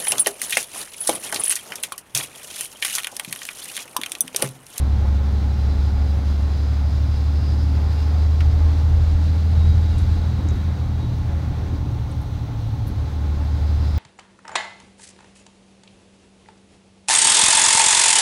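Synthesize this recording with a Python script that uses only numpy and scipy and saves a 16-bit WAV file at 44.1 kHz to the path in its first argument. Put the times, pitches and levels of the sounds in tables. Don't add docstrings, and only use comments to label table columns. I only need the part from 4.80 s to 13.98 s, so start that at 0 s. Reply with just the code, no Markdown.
import sys
import numpy as np
from scipy import signal
from scipy.fft import rfft, irfft, next_fast_len
from scipy.io import wavfile
from scipy.ndimage import uniform_filter1d

SR = 44100
rng = np.random.default_rng(int(sys.argv[2]) if len(sys.argv) > 2 else 0)


def generate_wav(signal):
    frames = np.transpose(np.atleast_2d(signal))
    scaled = np.clip(frames, -1, 1) * 32767
    pcm = np.round(scaled).astype(np.int16)
    wavfile.write(sys.argv[1], SR, pcm)


N = 404838
TIME_S = np.arange(N) / SR
FREQ_HZ = np.maximum(np.arange(N // 2 + 1) * SR / N, 1)

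# time_s, firing_hz
SPEED = [(0, 69.5), (1.3, 71.5), (2.1, 72.5), (3.1, 75.4), (4.6, 79.6), (5.25, 80.7), (6.1, 79.6),
         (7, 77.9), (8.05, 74.1), (8.6, 74.1), (9.18, 75.1)]
# time_s, boom_db, hiss_db
PEDAL = [(0, -17, -50.5), (1.2, -18, -48.5), (2.4, -18.5, -49), (3.2, -17, -48), (3.7, -14.5, -48.5),
         (4.5, -16, -47), (4.72, -17.5, -47.5), (4.88, -12.5, -46.5), (5.05, -16, -47.5),
         (5.35, -16.5, -47), (5.55, -21.5, -50), (6.15, -23.5, -52.5), (6.32, -30, -53.5),
         (6.45, -23, -53.5), (6.8, -24, -54.5), (7.3, -29.5, -59), (7.95, -32, -57.5), (8.3, -22, -55),
         (8.8, -19, -50.5), (9.18, -18.5, -47.5)]
CRUISE_HZ, CRUISE_BOOM_DB, CRUISE_HISS_DB = 75, -18, -49

# order (multiple of the six-firing cycle), level_db, boom_share (dB per dB)
ENGINE_ORDERS = [(2, -47, .5), (3, -44, .4), (7, -37, .3), (8, -38, .4), (9, -34, -.4), (10, -46, .1),
                 (11, -45.5, -.1), (12, -46.5, -.35), (13, -57, -.3), (14, -56, .3), (15, -52, .1),
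                 (17, -58.5, .3), (18, -52.5, 0), (20, -57, .4), (21, -56, .3), (22, -53, .7),
                 (23, -56.5, -.15), (24, -58, -.1), (27, -59.5, .5), (30, -60, .4), (32, -59, .5),
                 (34, -59, .7), (38, -59.5, .3), (42, -63, .1), (46, -64, .3), (48, -61.5, .4),
                 (57, -63, .2), (63, -64, .3), (65, -63, .3), (71, -65, .4), (80, -69, 0)]
ORDER_WAVER_DB, ORDER_WAVER_TURNS = 1.3, .04
# centre_hz, width_hz, peak_db
CABIN_MODES = [(127, 8, 7), (157, 12, 4), (177, 10, 9), (200, 14, 12), (211, 10, 10), (282, 30, 7)]
# centre_hz, width_hz, peak_db
PANEL_MODES = [(352.5, 23, 3.5), (416, 17, 4.5), (552, 16, 5), (738, 60, 2.5), (856, 31, 6),
               (1062, 27, 6.5), (1420, 170, 3)]
# freq_hz, relative_db
CLATTER_COLOUR = [(200, -13), (320, -2), (450, -8), (620, -1.5), (850, 0.5), (960, -4), (1400, -7),
                  (2200, -16.5), (4000, -22)]
CLATTER_DB, CLATTER_DB_PER_BOOM_DB = -47, 0.24

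# freq_hz, relative_db
RUMBLE_COLOUR = [(12, -28), (22, -15), (30, -16.5), (42, 1.5), (58, -5), (75, -6.5), (100, -16.5),
                 (160, -41)]
# freq_hz, relative_db
DRONE_COLOUR = [(50, -6), (80, 5), (112, -1.5), (135, -3.5), (165, -26), (220, -30.5), (350, -53)]
# freq_hz, relative_db
CHURN_COLOUR = [(120, 5.5), (175, -4.5), (240, -3), (290, -2), (340, -10.5), (450, -22.5), (800, -36)]
# freq_hz, relative_db
TYRE_COLOUR = [(200, 0), (330, -0.5), (480, 2), (600, -1), (800, -0.5), (950, -4.5), (1200, -5.5),
               (1600, -11), (2200, -12.5), (3000, -25), (7000, -40)]
RUMBLE_DB, RUMBLE_DB_PER_HZ = -35, 0.63
DRONE_DB, DRONE_DB_PER_HZ = -31, .5
CHURN_DB, ROAR_DB, ROAR_DB_PER_BOOM_DB = -38, -42.5, 0.19
# start_s, length_s, rumble_db, drone_db, churn_db
RUTS = [(0, 0.42, -35, -31, -38.5), (.87, 0.13, -26, -40, -37), (1.1, 0.11, -28, -27, -44),
        (2.6, 0.37, -47, -47, -33), (3.6, 0.28, -25, -34, -55), (4.03, 0.33, -24, -35, -42),
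        (4.76, 0.17, -27.5, -21.5, -45), (5.12, 0.26, -24, -25, -52), (5.6, 0.14, -40, -28, -37),
        (6.95, 0.25, -46, -31, -38), (7.84, 0.36, -36, -29.5, -51)]
RUT_ATTACK_S, RUT_RELEASE_S = 0.019, 0.06

# freq_hz, relative_db
HISS_COLOUR = [(800, -15), (1400, 2.5), (2000, 0.5), (2950, -5), (3450, 0), (4100, 0.5), (4700, -0.5),
               (5400, -6), (5800, -8), (7200, -10), (8000, -15.5), (8700, -15.5), (10000, -20),
               (11000, -21.5)]
# centre_hz, width_hz, relative_db, rise_db_per_hz (of firing rate)
AIR_RINGS = [(2778, 25, -17.5, -.15), (4035, 100, -13, -.3), (4865, 40, -19, .1), (5090, 60, -21, -.6),
             (5480, 50, -19.5, -.7)]
RUSH_DB, RUSH_DB_PER_HISS_DB, RUSH_AT_HZ, RUSH_RANGE_HZ = -56, 4.1, 73.5, 5.2
# time_s, pitch_hz, level_db
WHISTLE = [(.4, 10150, -83), (1.15, 10600, -83), (1.3, 10760, -73), (1.65, 10800, -74), (2, 10520, -82),
           (2.6, 10650, -81), (2.85, 11100, -71), (3.2, 11650, -74), (3.6, 12050, -80), (4.3, 12550, -79),
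           (5.1, 12720, -78), (5.42, 12250, -83), (5.6, 11880, -74), (6.1, 10900, -80), (6.5, 10400, -100)]
WHISTLE_WIDTH_HZ = 170
# start_s, length_s, level_db
SING_SPELLS = [(4.7, 1.66, -63), (4.74, .19, -55), (4.97, .48, -63), (5.52, .25, -68), (5.67, .055, -55),
               (5.94, .1, -65), (6.19, .065, -57)]
SING_HZ, SING_HZ_PER_HZ = 3700, 26.5
SING_ATTACK_S, SING_RELEASE_S = 0.037, 0.028

# freq_hz, relative_db
VENT_COLOUR = [(1200, -11), (2200, -6.5), (3000, -5), (3600, -2), (4100, -2), (5000, -12), (5700, -8),
               (6200, -7.5), (7000, -16), (7800, -18), (9600, -17.5), (10500, -24.5), (12000, -20),
               (15500, -20)]
# start_s, length_s, blade_db, motor_db
WIPES = [(0.041, 0.78, -67, -56), (5.5, 0.42, -51, -71), (6.301, 0.575, -53, -52)]
WIPER_HZ, WIPER_RISE_HZ_PER_S, WIPER_WIDTH_HZ = 682, 90, 45
# time_s, level_db, centre_hz, width_hz, t60_s
THUDS = [(.62, -39, 230, 140, .35), (5.195, -33, 270, 100, .18), (5.585, -30, 210, 110, .2),
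         (5.65, -31, 300, 160, .18), (5.712, -29, 340, 190, .15), (5.755, -31, 250, 110, .18),
         (6.085, -30, 250, 120, .16), (6.228, -26, 250, 140, .16), (6.312, -37, 480, 700, .13),
         (6.33, -30, 215, 80, .2), (6.67, -32, 200, 140, .15), (6.77, -35.5, 370, 120, .25),
         (6.80, -41, 560, 300, .15), (6.825, -33, 360, 100, .18), (6.922, -24, 230, 120, .16),
         (7.055, -32, 300, 130, .14), (7.475, -39, 360, 90, .2), (8.06, -27, 150, 120, .3),
         (8.095, -33, 270, 120, .25)]
# time_s, level_db, centre_hz, width_hz, t60_s
TICKS = [(3.135, -58, 9000, 2500, .08), (3.6025, -29, 2000, 3900, .045), (3.609, -37, 1100, 2200, .08),
         (5.180, -46.5, 8000, 7500, .14), (5.684, -46, 6500, 1500, .12), (7.307, -56, 9000, 2000, .11),
         (7.41, -59, 10500, 5000, .15), (8.066, -47.5, 12000, 5000, .12)]
# order (multiple of the six-firing cycle), level_db at full coast
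GEAR_LINES = [(21.5, -48.5), (58, -58.5), (65.6, -53.5), (71.9, -56.5)]
GEAR_WIDTH_HZ = 9
TOP_HZ = 15750


def undb(db):
    return 10 ** (np.asarray(db) / 20)


def unit(x):
    return x / np.sqrt(np.mean(x ** 2))


def curves(table):
    time_s, *columns = np.transpose(table)
    return [np.interp(TIME_S, time_s, column) for column in columns]


def swells(table, attack_s, release_s):
    start_s, length_s, *levels_db = np.transpose(table)
    shapes = []
    for start, length in zip(start_s, length_s):
        corners_s = np.cumsum([start, attack_s, max(length - attack_s, 0), release_s])
        shapes.append(np.interp(TIME_S, corners_s, [0, 1, 1, 0]))
    return [undb(db) @ np.array(shapes) for db in levels_db]


def walk(rate_hz):
    steps = rng.standard_normal(1024)
    return 1.6 * np.interp(TIME_S * rate_hz, np.arange(len(steps)), steps)


def bell(hz, centre_hz, width_hz):
    return 1 / (1 + (2 * (hz - centre_hz) / width_hz) ** 2)


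def colour(points):
    hz, db = np.transpose(points)
    gain = undb(np.interp(np.log(FREQ_HZ), np.log(hz), db))
    return gain * np.minimum(FREQ_HZ / hz[0], 1) * np.minimum(hz[-1] / FREQ_HZ, 1) ** 2


def panels():
    return undb(sum(db * bell(FREQ_HZ, hz, width_hz) for hz, width_hz, db in PANEL_MODES))


def shape(x, gain):
    size = next_fast_len(N, True)
    bins_hz = np.arange(size // 2 + 1) * SR / size
    return unit(irfft(rfft(x, size) * np.interp(bins_hz, FREQ_HZ, gain), size)[:N])


def noise(gain):
    return shape(rng.standard_normal(N), gain)


def even(x, size=SR // 8):
    power = uniform_filter1d(uniform_filter1d(x ** 2, size), size)
    return x / np.sqrt(power)


def tone(hz):
    return np.sqrt(2) * np.sin(2 * np.pi * np.cumsum(hz) / SR)


def airy(hz, width_hz):
    return noise(bell(FREQ_HZ, 0, width_hz)) * tone(hz)


def engine(phase, firing_hz, boom_db):
    load_db = boom_db - CRUISE_BOOM_DB
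    rates_hz = np.linspace(firing_hz.min(), firing_hz.max(), 64)
    out = undb(boom_db + 0.35 * walk(19)) * np.sin(2 * np.pi * phase)
    for order, db, boom_share in ENGINE_ORDERS:
        ratio = order / 6
        lift_db = sum(peak_db * bell(ratio * rates_hz, hz, width_hz)
                      for hz, width_hz, peak_db in CABIN_MODES + PANEL_MODES)
        turns = ratio * phase + rng.random() + ORDER_WAVER_TURNS * walk(11)
        level_db = db + np.interp(firing_hz, rates_hz, lift_db) + boom_share * load_db
        level_db = level_db + ORDER_WAVER_DB * walk(8)
        out = out + undb(level_db) * np.sin(2 * np.pi * turns)
    return np.sqrt(2) * out


def clatter(phase, boom_db):
    cycle = phase / 6 % 1
    patterns = rng.standard_normal((3, 2048))
    out = sum(walk(0.99) * np.interp(cycle, np.linspace(0, 1, len(p)), p) for p in patterns)
    out = out / np.sqrt(uniform_filter1d(out ** 2, size=8000))
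    level_db = CLATTER_DB + CLATTER_DB_PER_BOOM_DB * (boom_db - CRUISE_BOOM_DB)
    return shape(out, colour(CLATTER_COLOUR) * panels()) * undb(level_db)


def road(firing_hz, boom_db):
    faster_hz = firing_hz - CRUISE_HZ
    jolt, shudder, spray = swells(RUTS, RUT_ATTACK_S, RUT_RELEASE_S)
    rumble_gain = np.hypot(undb(RUMBLE_DB + RUMBLE_DB_PER_HZ * faster_hz), jolt)
    rumble = even(noise(colour(RUMBLE_COLOUR))) * rumble_gain
    drone_gain = np.hypot(undb(DRONE_DB + DRONE_DB_PER_HZ * faster_hz), shudder)
    drone = even(noise(colour(DRONE_COLOUR))) * drone_gain
    churn = even(noise(colour(CHURN_COLOUR))) * np.hypot(undb(CHURN_DB), spray)
    roar_db = ROAR_DB + ROAR_DB_PER_BOOM_DB * (boom_db - CRUISE_BOOM_DB) + .8 * walk(16)
    roar = even(noise(colour(TYRE_COLOUR) * panels())) * undb(roar_db)
    return rumble + drone + churn + roar


def intake(phase, firing_hz, hiss_db):
    pulsing = 1 + 0.11 * np.cos(2 * np.pi * phase)
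    flutter = undb(.8 * walk(25))
    hiss = noise(colour(HISS_COLOUR)) * pulsing * undb(-0.5)
    rings = 0
    for hz, width_hz, db, rise_db_per_hz in AIR_RINGS:
        ring_db = db + rise_db_per_hz * (firing_hz - CRUISE_HZ) + walk(20)
        rings = rings + airy(hz * (1 + .002 * walk(3)), width_hz) * undb(ring_db)
    rush_db = RUSH_DB + RUSH_DB_PER_HISS_DB * (hiss_db - CRUISE_HISS_DB) + 1.5 * walk(16)
    rush = noise(bell(FREQ_HZ, 4950, 1100) ** 2) * undb(rush_db)
    rush = rush * bell(firing_hz, RUSH_AT_HZ, RUSH_RANGE_HZ)
    return flutter * ((hiss + rings) * undb(hiss_db) + rush)


def whistles(firing_hz):
    hz, db = curves(WHISTLE)
    edge_tone = airy(hz, WHISTLE_WIDTH_HZ) * undb(db)
    spells, = swells(SING_SPELLS, SING_ATTACK_S, SING_RELEASE_S)
    sing_hz = SING_HZ + SING_HZ_PER_HZ * (firing_hz - CRUISE_HZ) + 12 * walk(110)
    return edge_tone + tone(sing_hz) * spells * undb(1.5 * walk(40))


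def heater():
    return noise(colour(VENT_COLOUR)) * undb(-53.0 + 0.36 * walk(21))


def wipers():
    blade, motor = swells(WIPES, attack_s=0.19, release_s=0.079)
    starts_s = np.array(WIPES)[:, 0]
    stroke = np.maximum(np.searchsorted(starts_s, TIME_S) - 1, 0)
    hz = WIPER_HZ + WIPER_RISE_HZ_PER_S * (TIME_S - starts_s[stroke])
    whir = airy(hz, WIPER_WIDTH_HZ) + undb(2.5) * airy(hz / 2, WIPER_WIDTH_HZ / 2)
    return blade * noise(bell(FREQ_HZ, 1570, 1500)) + motor * whir


def knocks(table, attack_s, grain_db):
    size = 16384
    out, age_s = np.zeros(N + size), np.arange(size) / SR
    bins_hz = np.fft.rfftfreq(size, 1 / SR)
    for time_s, db, hz, width_hz, t60_s in table:
        burst = irfft(rfft(rng.standard_normal(size)) * bell(bins_hz, hz, width_hz))
        ring = even(burst, size=700)
        grain = np.interp(age_s * 900, np.arange(400), rng.standard_normal(400))
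        fade = np.exp(-np.log(1000) * age_s / t60_s) * np.minimum(age_s / attack_s, 1)
        start = int(time_s * SR)
        out[start:start + size] += ring * fade * undb(db + grain_db * grain)
    return out[:N]


def gears(firing_hz, boom_db):
    coasting = np.clip((CRUISE_BOOM_DB - boom_db - 3) / 7, 0, 1)
    lines = sum(even(airy(order * firing_hz / 6, GEAR_WIDTH_HZ)) * undb(db)
                for order, db in GEAR_LINES)
    return coasting * lines


def scene():
    firing_hz, = curves(SPEED)
    boom_db, hiss_db = curves(PEDAL)
    phase = np.cumsum(firing_hz) / SR
    motor = engine(phase, firing_hz, boom_db) + clatter(phase, boom_db)
    air = intake(phase, firing_hz, hiss_db) + whistles(firing_hz) + heater()
    thuds = knocks(THUDS, attack_s=0.0075, grain_db=0.0)
    ticks = knocks(TICKS, attack_s=0.0052, grain_db=6.5)
    rolling = road(firing_hz, boom_db) + gears(firing_hz, boom_db)
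    return (motor + rolling + air + wipers() + thuds + ticks)[None]


def record(dry):
    return signal.sosfilt(signal.ellip(10, .1, 80, TOP_HZ, fs=SR, output="sos"), dry)


dry = scene()
out = record(dry)
generate_wav(out)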